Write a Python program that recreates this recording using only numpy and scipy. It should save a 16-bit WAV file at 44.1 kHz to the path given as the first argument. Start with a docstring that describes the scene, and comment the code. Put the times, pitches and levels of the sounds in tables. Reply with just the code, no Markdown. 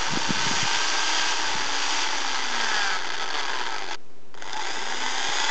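"""A close, clattering, whining electric drill slows; the sound breaks off abruptly, then the drill is heard
starting up in reverse. It grinds a valve on its seat: tooth strikes, gear bounces and noise ring modes of gear
housing and cylinder head. Shaft-locked tones make the whine, pulsing noise the fan and brush rush; speed and
hand pressure set level and tone. The handled microphone adds damped thumps and low rumble over a faint
background of coloured noise."""
import sys
import numpy as np
from scipy import signal
from scipy.fft import rfft, irfft
from scipy.io import wavfile
from scipy.ndimage import uniform_filter1d

SR = 44100
rng = np.random.default_rng(int(sys.argv[2]) if len(sys.argv) > 2 else 0)


def materialize(psi):
    """Save the field psi as 16-bit PCM at rate SR to the path in sys.argv[1].

    A 1-D psi becomes a single channel; in a 2-D psi each row is a channel.
    """
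    bounded = np.clip(np.atleast_2d(psi).T, -1, 1)
    quanta = np.round(bounded * 32767).astype(np.int16)
    wavfile.write(sys.argv[1], SR, quanta)


N = 242550
T = np.arange(N) / SR  # time in s
BINS = np.maximum(np.arange(N // 2 + 1) * SR / N, 1)  # spectrum frequencies in Hz

# the drill forward, then in reverse: (start [s], stop [s], level at full speed without load [dB], treble [dB],
# fan [dB], backlash knocks [dB], scatter of the tooth strikes [turns])
DRILL_RUNS = [(-.1, 3.956, -26, 0, 1, -2, .065), (4.345, 5.6, -28.5, 2.5, -18, -6.5, .2)]


def undb(db):
    """Decibels to gain."""
    return 10 ** (np.asarray(db) / 20)


def unit(x):
    """Scale to rms 1."""
    return x / np.sqrt(np.mean(x ** 2))


def curves(rows):
    """Each column of a table, joined by straight lines in time."""
    s, *columns = np.transpose(rows)
    return [np.interp(T, s, column) for column in columns]


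def noise():
    """White noise."""
    return rng.standard_normal(N)


def walk(rate):
    """Smooth random wander with a spread near 1; rate is new values per second."""
    hold = int(SR / rate)
    steps = np.repeat(rng.standard_normal(N // hold + 1), hold)
    return 1.3 * uniform_filter1d(uniform_filter1d(steps, hold), hold)[:N]


def colour(x, points):
    """Filter by a spectrum of (frequency [Hz], level [dB]) points."""
    hz, db = np.transpose(points)
    return irfft(rfft(x) * undb(np.interp(np.log(BINS), np.log(hz), db)), N)


def resonance(hz, width):
    """Frequency response of one damped mode; centre and width in Hz."""
    return 1 / (1 + 1j * (BINS / hz - hz / BINS) * hz / width)


def body(modes):
    """Response of a set of modes: their powers add, and the phase is that of a causal ring."""
    parts = [undb(db) * resonance(hz, width) for hz, width, db in modes]
    power = sum(np.abs(part) ** 2 for part in parts)
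    cepstrum = irfft(.5 * np.log(power), N)
    # folding the cepstrum onto positive time makes the ring follow its blow
    fold = np.r_[1, np.full(N // 2 - 1, 2), np.zeros(N - N // 2)]
    return unit(np.exp(rfft(cepstrum * fold)))


def ring(x, response):
    """Play a force through a response."""
    return irfft(rfft(x) * response, N)


def taps(times, sizes):
    """Pulses at the given times, shared between neighbouring samples."""
    at = np.clip(times * SR, 0, N - 2)
    i = at.astype(int)
    return np.bincount(i, sizes * (1 - at + i), N) + np.bincount(i + 1, sizes * (at - i), N)


def chatter(pulses, decay_s):
    """Each blow breaks into a noisy burst of tiny contacts that swells and dies within a few milliseconds."""
    fade = np.exp(-2 / (decay_s * SR))
    power = signal.lfilter([(1 - fade) ** 2], [1, -2 * fade, fade ** 2], pulses ** 2 + 1e-18)
    return noise() * np.sqrt(power)


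def fade_above(hz, knee_hz, order):
    """Gain near 1 below a knee, falling steeply above it."""
    return 1 / np.sqrt(1 + (hz / knee_hz) ** (2 * order))


def swells(rows, width):
    """Brief swells of noise in a resonance; width is a share of its centre."""
    out = 0
    for s, length, db, hz in rows:
        envelope = np.exp(-2 * ((T - s) / length) ** 2)
        out = out + undb(db) * envelope * unit(ring(noise(), resonance(hz, width * hz) ** 2))
    return out


def drill(run, fan_power=2.0, grind_db=-8):
    """One run: gears, motor and the grinding valve sound through the housing; speed and load set their balance."""
    # modes of gear housing and cylinder head, driven differently by the other tooth flank:
    # (centre [Hz], width [Hz], forward level [dB], reverse level [dB])
    housing_modes = [(382, 123, -6, -2.5), (786, 40, -3.5, -1), (907, 124, -0.5, 2.5), (1301, 12, 4, -7),
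                     (1542, 344, -3.5, -2.5), (1623, 76, -0.5, -3), (2003, 138, -4.5, -1.5),
                     (2460, 560, -9.5, -13.5), (3175, 300, -4, -7.5), (3478, 270, -4, -3.5),
                     (4540, 320, -4.5, -25), (4914, 260, -8, -5), (6040, 660, -11.5, -19),
                     (6580, 1010, -17, -10.5)]
    # motor speed, rising a little, dipping and recovering, then falling steadily: (time [s], speed [turns/s])
    speed_forward = [(0.05, 303.9), (0.43, 305.5), (0.9, 316.2), (1.34, 319.2), (1.74, 274.3),
                     (2.05, 295.2), (2.46, 248.2), (2.59, 233.5), (2.96, 184.2), (3.3, 155.9),
                     (3.56, 127.5), (3.84, 95.8), (3.95, 81.8)]
    # motor speed climbing in reverse: (time [s], speed [turns/s])
    speed_reverse = [(4.36, 34.4), (4.416, 65.6), (4.498, 108.7), (4.614, 167.4), (4.766, 220.8),
                     (5.01, 247.9), (5.5, 288.8)]
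    # air path through the vents: (centre [Hz], width [Hz], level [dB])
    vent_modes = [(370, 240, -5), (911, 97, 2), (1150, 100, -1.5), (1770, 510, -10), (2310, 720, -5.5),
                  (2730, 290, -7.5), (2930, 350, -5), (4090, 230, -8.5), (4880, 220, -2), (5770, 270, -1.5),
                  (6600, 1100, -6.5)]
    # armature tones at full speed: (multiple of motor speed, level [dB])
    motor_orders = [(3, -7), (4, -5), (5, 2.5), (6, -4), (8, -4), (9, 2), (10, 0), (14, -1), (16, -2),
                    (18, -1), (24, -2)]
    # gear mesh tones: (multiple of motor speed, forward level [dB], reverse level [dB])
    mesh_orders = [(5, -18, -20), (7, -5, -6), (8, -2, -10), (9, -9, -20), (11, -13, -9), (12, -8, 0),
                   (14, -11, -20), (22, -11, -20), (23, -11, -9), (24, -6, -1), (27, -12, -20),
                   (36, -9, -3)]
    # unbalanced rotor, one row forward and one in reverse: (speed of most shake [Hz], width [Hz], level [dB])
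    shake = [(272, 110, -45), (239, 39, -46)]

    # change per dB of load: teeth stay in contact, so they knock less and whine more
    load_knock_db, load_whine_db, load_boom_db = -1.5, 1, -.6
    # change per octave of slowing: all of it fades and dulls, the hollow boom stands out
    slow_level_db, slow_treble_db, slow_boom_db = -5, -1.95, 3
    slow_knock_db = 7  # extra gear rattle, complete at half speed and below
    boom_db = -3.5  # hollow housing boom, running free at full speed
    mesh_db = -13  # gear whine, running free
    whine_knee_hz = 234  # above this speed the teeth float and their whine fades
    whine_crawl_hz = 112  # below this speed they meet too softly to whine
    motor_db, direct = -18, .35

    start, stop, level_db, treble_db, fan_db, knock_db, jitter = DRILL_RUNS[run]
    housing = body([(hz, width, dbs[run]) for hz, width, *dbs in housing_modes])
    hz, = curves([*speed_forward, *speed_reverse])
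    turns = np.cumsum(hz) / SR
    speed = hz / hz.max()
    slow = -np.log2(speed)  # octaves below full speed
    load_db, bright_db = presses()

    fan = undb(fan_db) * speed ** fan_power
    knock = undb(knock_db + slow_knock_db * np.minimum(slow, 1) + load_knock_db * load_db)
    mesh = undb(mesh_db + load_whine_db * load_db)
    mesh = mesh * fade_above(hz, whine_knee_hz, order=8) * fade_above(whine_crawl_hz, hz, order=3)

    tick, sparks = brushes(turns, hz)
    grind = undb(grind_db) * noise()
    contact = undb(-4) * teeth(turns, hz, jitter) + knock * backlash(turns) + grind + tick
    tones = undb(motor_db) * speed ** 7 * whine(turns, motor_orders)
    tones = tones + mesh * whine(turns, [(k, dbs[run]) for k, *dbs in mesh_orders])

    # part of the whine leaves through the vents, uncoloured by the housing
    tone_path = housing * (1 - direct + 2 * direct / np.abs(housing))
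    sound = ring(contact, housing) + ring(tones, tone_path)
    sound = sound + fan * ring(rush(turns), body(vent_modes)) + sparks
    # the parts share the power of the drive
    sound = sound / np.sqrt(1.406 + knock ** 2 + fan ** 2)
    sound = effort(sound,
                   level_db + slow_level_db * slow + load_db,
                   treble_db + slow_treble_db * slow + bright_db,
                   boom_db + slow_boom_db * slow + load_boom_db * load_db)
    running = uniform_filter1d(1. * ((T > start) & (T < stop)), size=64)
    return running * (sound + rotor(turns, hz, *shake[run])) + clacks(housing, start, stop)


def presses():
    """Load and extra treble in dB as the hand presses the valve on its seat: a rise, a hold, a quick release."""
    # (start [s], stop [s], rise [s], load [dB], extra treble [dB])
    press_rows = [(0.26, 1.312, 0.24, 1.5, 1.5), (1.636, 2.032, 0.18, 1.5, 2), (2.393, 2.95, .3, 4.5, 0),
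                  (3.25, 3.826, 0.11, 3.5, 0.5), (3.836, 3.96, 0.095, 4, 4), (4.35, 4.717, 0.097, 1, 1),
                  (4.859, 5.6, 0.41, 4, 1)]
    release_s = .05
    load_db = treble_db = 0
    for start, stop, rise_s, db, bright_db in press_rows:
        force = np.clip((T - start) / rise_s, 0, 1) * np.clip(1 - (T - stop) / release_s, 0, 1)
        load_db = load_db + db * force
        treble_db = treble_db + bright_db * force
    return load_db, treble_db


def teeth(turns, hz, jitter, count=4, scatter_db=6.0, runout=0.42, loose=1.36):
    """The pinion's teeth strike unevenly, hardest on one side of each turn."""
    at = np.arange(0, turns[-1], 1 / count)
    chance = rng.standard_normal((len(at), 2))
    sizes = undb(scatter_db * np.clip(chance[:, 0], -2, 2))
    sizes = sizes * np.exp(runout * np.cos(2 * np.pi * at))
    times = np.interp(at + jitter * chance[:, 1], turns, T)
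    pulses = taps(times, sizes) / np.sqrt(hz)
    clean = unit(pulses - uniform_filter1d(pulses, size=400))
    return unit(clean + loose * unit(chatter(pulses, decay_s=0.0012)))


def backlash(turns, flight_s=.008, scatter_db=1.04, jitter=.09):
    """The big gear bounces across its play and is caught again near a whole turn of the pinion."""
    chance = rng.standard_normal((1200, 3))
    landings = np.cumsum(flight_s * np.exp(.3 * chance[:, 0]))
    at = np.unique(np.round(np.interp(landings, T, turns)))[:-1]
    chance = chance[:len(at)]
    sizes = undb(scatter_db * np.clip(chance[:, 2], -2, 2))
    times = np.interp(at + jitter * chance[:, 1], turns, T)
    return unit(chatter(taps(times, sizes), decay_s=0.002))


def whine(turns, orders):
    """Tones locked to the shaft, each wavering in strength and a little in phase."""
    waver_db, wobble = 1.6, .12  # wobble in radians
    out = 0
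    for k, db in orders:
        gain = undb(db + waver_db * walk(14))
        out = out + gain * np.sin(2 * np.pi * k * turns + wobble * walk(60))
    return out


def rush(turns, swing=0.89):
    """Fan air and brush hiss: noise pulsing once a turn."""
    return unit(noise() * (1 + swing * np.cos(2 * np.pi * turns)))


def brushes(turns, hz, tick_db=-10, spark_db=-15, spark_hz=6900, spark_width=1500, scatter_db=5):
    """One high commutator bar ticks the brushes every turn; sparks crackle at random in a high resonance."""
    tick = taps(np.interp(np.arange(turns[-1]), turns, T), 1) / np.sqrt(hz)
    tick = unit(tick - uniform_filter1d(tick, size=400))
    at = rng.uniform(0, turns[-1], size=2500)
    sizes = undb(scatter_db * np.clip(rng.standard_normal(len(at)), -2, 2))
    sparks = taps(np.interp(at, turns, T), sizes)
    sparks = unit(ring(sparks, resonance(spark_hz, spark_width) ** 2))
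    return undb(tick_db) * tick, undb(spark_db) * sparks


def effort(sound, level_db, treble_db, boom_db, wander_db=0.38):
    """Set the level, the treble and the hollow boom; the contact wanders a little."""
    low = 1 / (1 + (BINS / 640) ** 8)
    high = 1 / (1 + (2350 / BINS) ** 8)
    bands = ring(sound, 1 - low - high)
    bands = bands + undb(boom_db) * ring(sound, low) + undb(treble_db) * ring(sound, high)
    return undb(level_db + wander_db * walk(14)) * bands


def rotor(turns, hz, peak_hz, width_hz, db):
    """The unbalanced rotor hums at the motor speed, swelling near the speed at which the drill shakes most."""
    swell = 1 / (1 + ((hz - peak_hz) / (width_hz / 2)) ** 4)
    return np.sqrt(2 * swell) * undb(db + 2.3 * walk(12)) * np.sin(2 * np.pi * turns)


def clacks(housing, start, stop):
    """Single hard knocks of the drive taking up slack ring the housing; steel on steel gives little bass."""
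    # (time [s], relative strength [dB])
    clack_rows = [(2.764, -16), (3.051, -24), (3.103, -22), (3.133, -21), (3.151, -21), (4.3425, -29),
                  (4.375, -30), (4.383, -30), (4.4225, -19), (4.531, -18), (4.543, -25), (4.602, -21),
                  (4.614, -20)]
    strength_db, decay_s = 14, .0011
    tilt = [(300, -7), (900, 0), (2000, 0), (4000, -1)]  # (frequency [Hz], level [dB])
    s, db = np.transpose([row for row in clack_rows if start - .1 < row[0] < stop])
    blows = chatter(taps(s, undb(db + strength_db)), decay_s)
    return ring(colour(blows, tilt), housing)


def judder():
    """The valve catches on its seat and the head rings up: a narrow swell of noise."""
    # (time [s], length [s], level [dB], centre [Hz])
    catches = [(4.575, 0.049, -29, 870)]
    return swells(catches, width=0.07)


def handling(thump_width=0.81):
    """Each thump is one push into a low, damped ring; the shifting grip rumbles beneath."""
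    # soft thumps on the microphone: (time [s], peak [dB], centre [Hz])
    thump_rows = [(.136, -22.5, 172), (.157, -28, 171), (.172, -17, 260), (.291, -22, 220),
                  (.305, -14, 198), (.369, -34, 170), (.465, -25, 180), (0.511, -21.5, 227),
                  (.571, -30, 160), (0.628, -23.5, 130), (0.654, -34, 149), (.763, -38, 130),
                  (1.553, -29.5, 180), (5.288, -40, 110)]
    # grip shifting on the microphone: (time [s], length [s], level [dB], centre [Hz])
    grip_rows = [(.13, 0.051, -37, 140), (.45, .3, -41.5, 140), (1.56, 0.25, -53, 114)]
    out = swells(grip_rows, width=.94)
    for s, db, hz in thump_rows:
        thump = ring(taps(np.array([s]), 1), resonance(hz, thump_width * hz) ** 2)
        out = out + undb(db) * thump / np.abs(thump).max()
    return out


def background():
    """Faint steady noise, weighted to the low end."""
    # (frequency [Hz], relative level [dB per Hz])
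    air_spectrum = [(30, -21.5), (55, -14.5), (80, -10.5), (160, -5), (390, -3), (600, -10), (2350, -20),
                    (6200, -25), (7450, -28), (8900, -50)]
    return undb(-53.5) * unit(colour(noise(), air_spectrum))


def scene():
    """Drill, juddering valve, handling noise and background at one microphone."""
    # microphone colour: (frequency [Hz], level [dB])
    mic_colour = [(40, -10.5), (150, -7), (300, -2.5), (600, -1.5), (1200, -3), (2500, -4.5), (5000, -5),
                  (6800, -5.5), (7600, -11), (8400, -18.5), (9000, -35.5)]
    runs = sum(drill(run) for run in range(len(DRILL_RUNS)))
    tool = colour(runs + judder(), mic_colour)
    return (tool + handling() + background())[None]


def record(dry):
    """The recorder cuts the top steeply; its converter rests a little below zero."""
    top_hz, offset = 9000, -.05
    cut = signal.ellip(10, .2, 80, top_hz, fs=SR, output="sos")
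    return signal.sosfilt(cut, dry) + offset


dry = scene()
out = record(dry)
materialize(out)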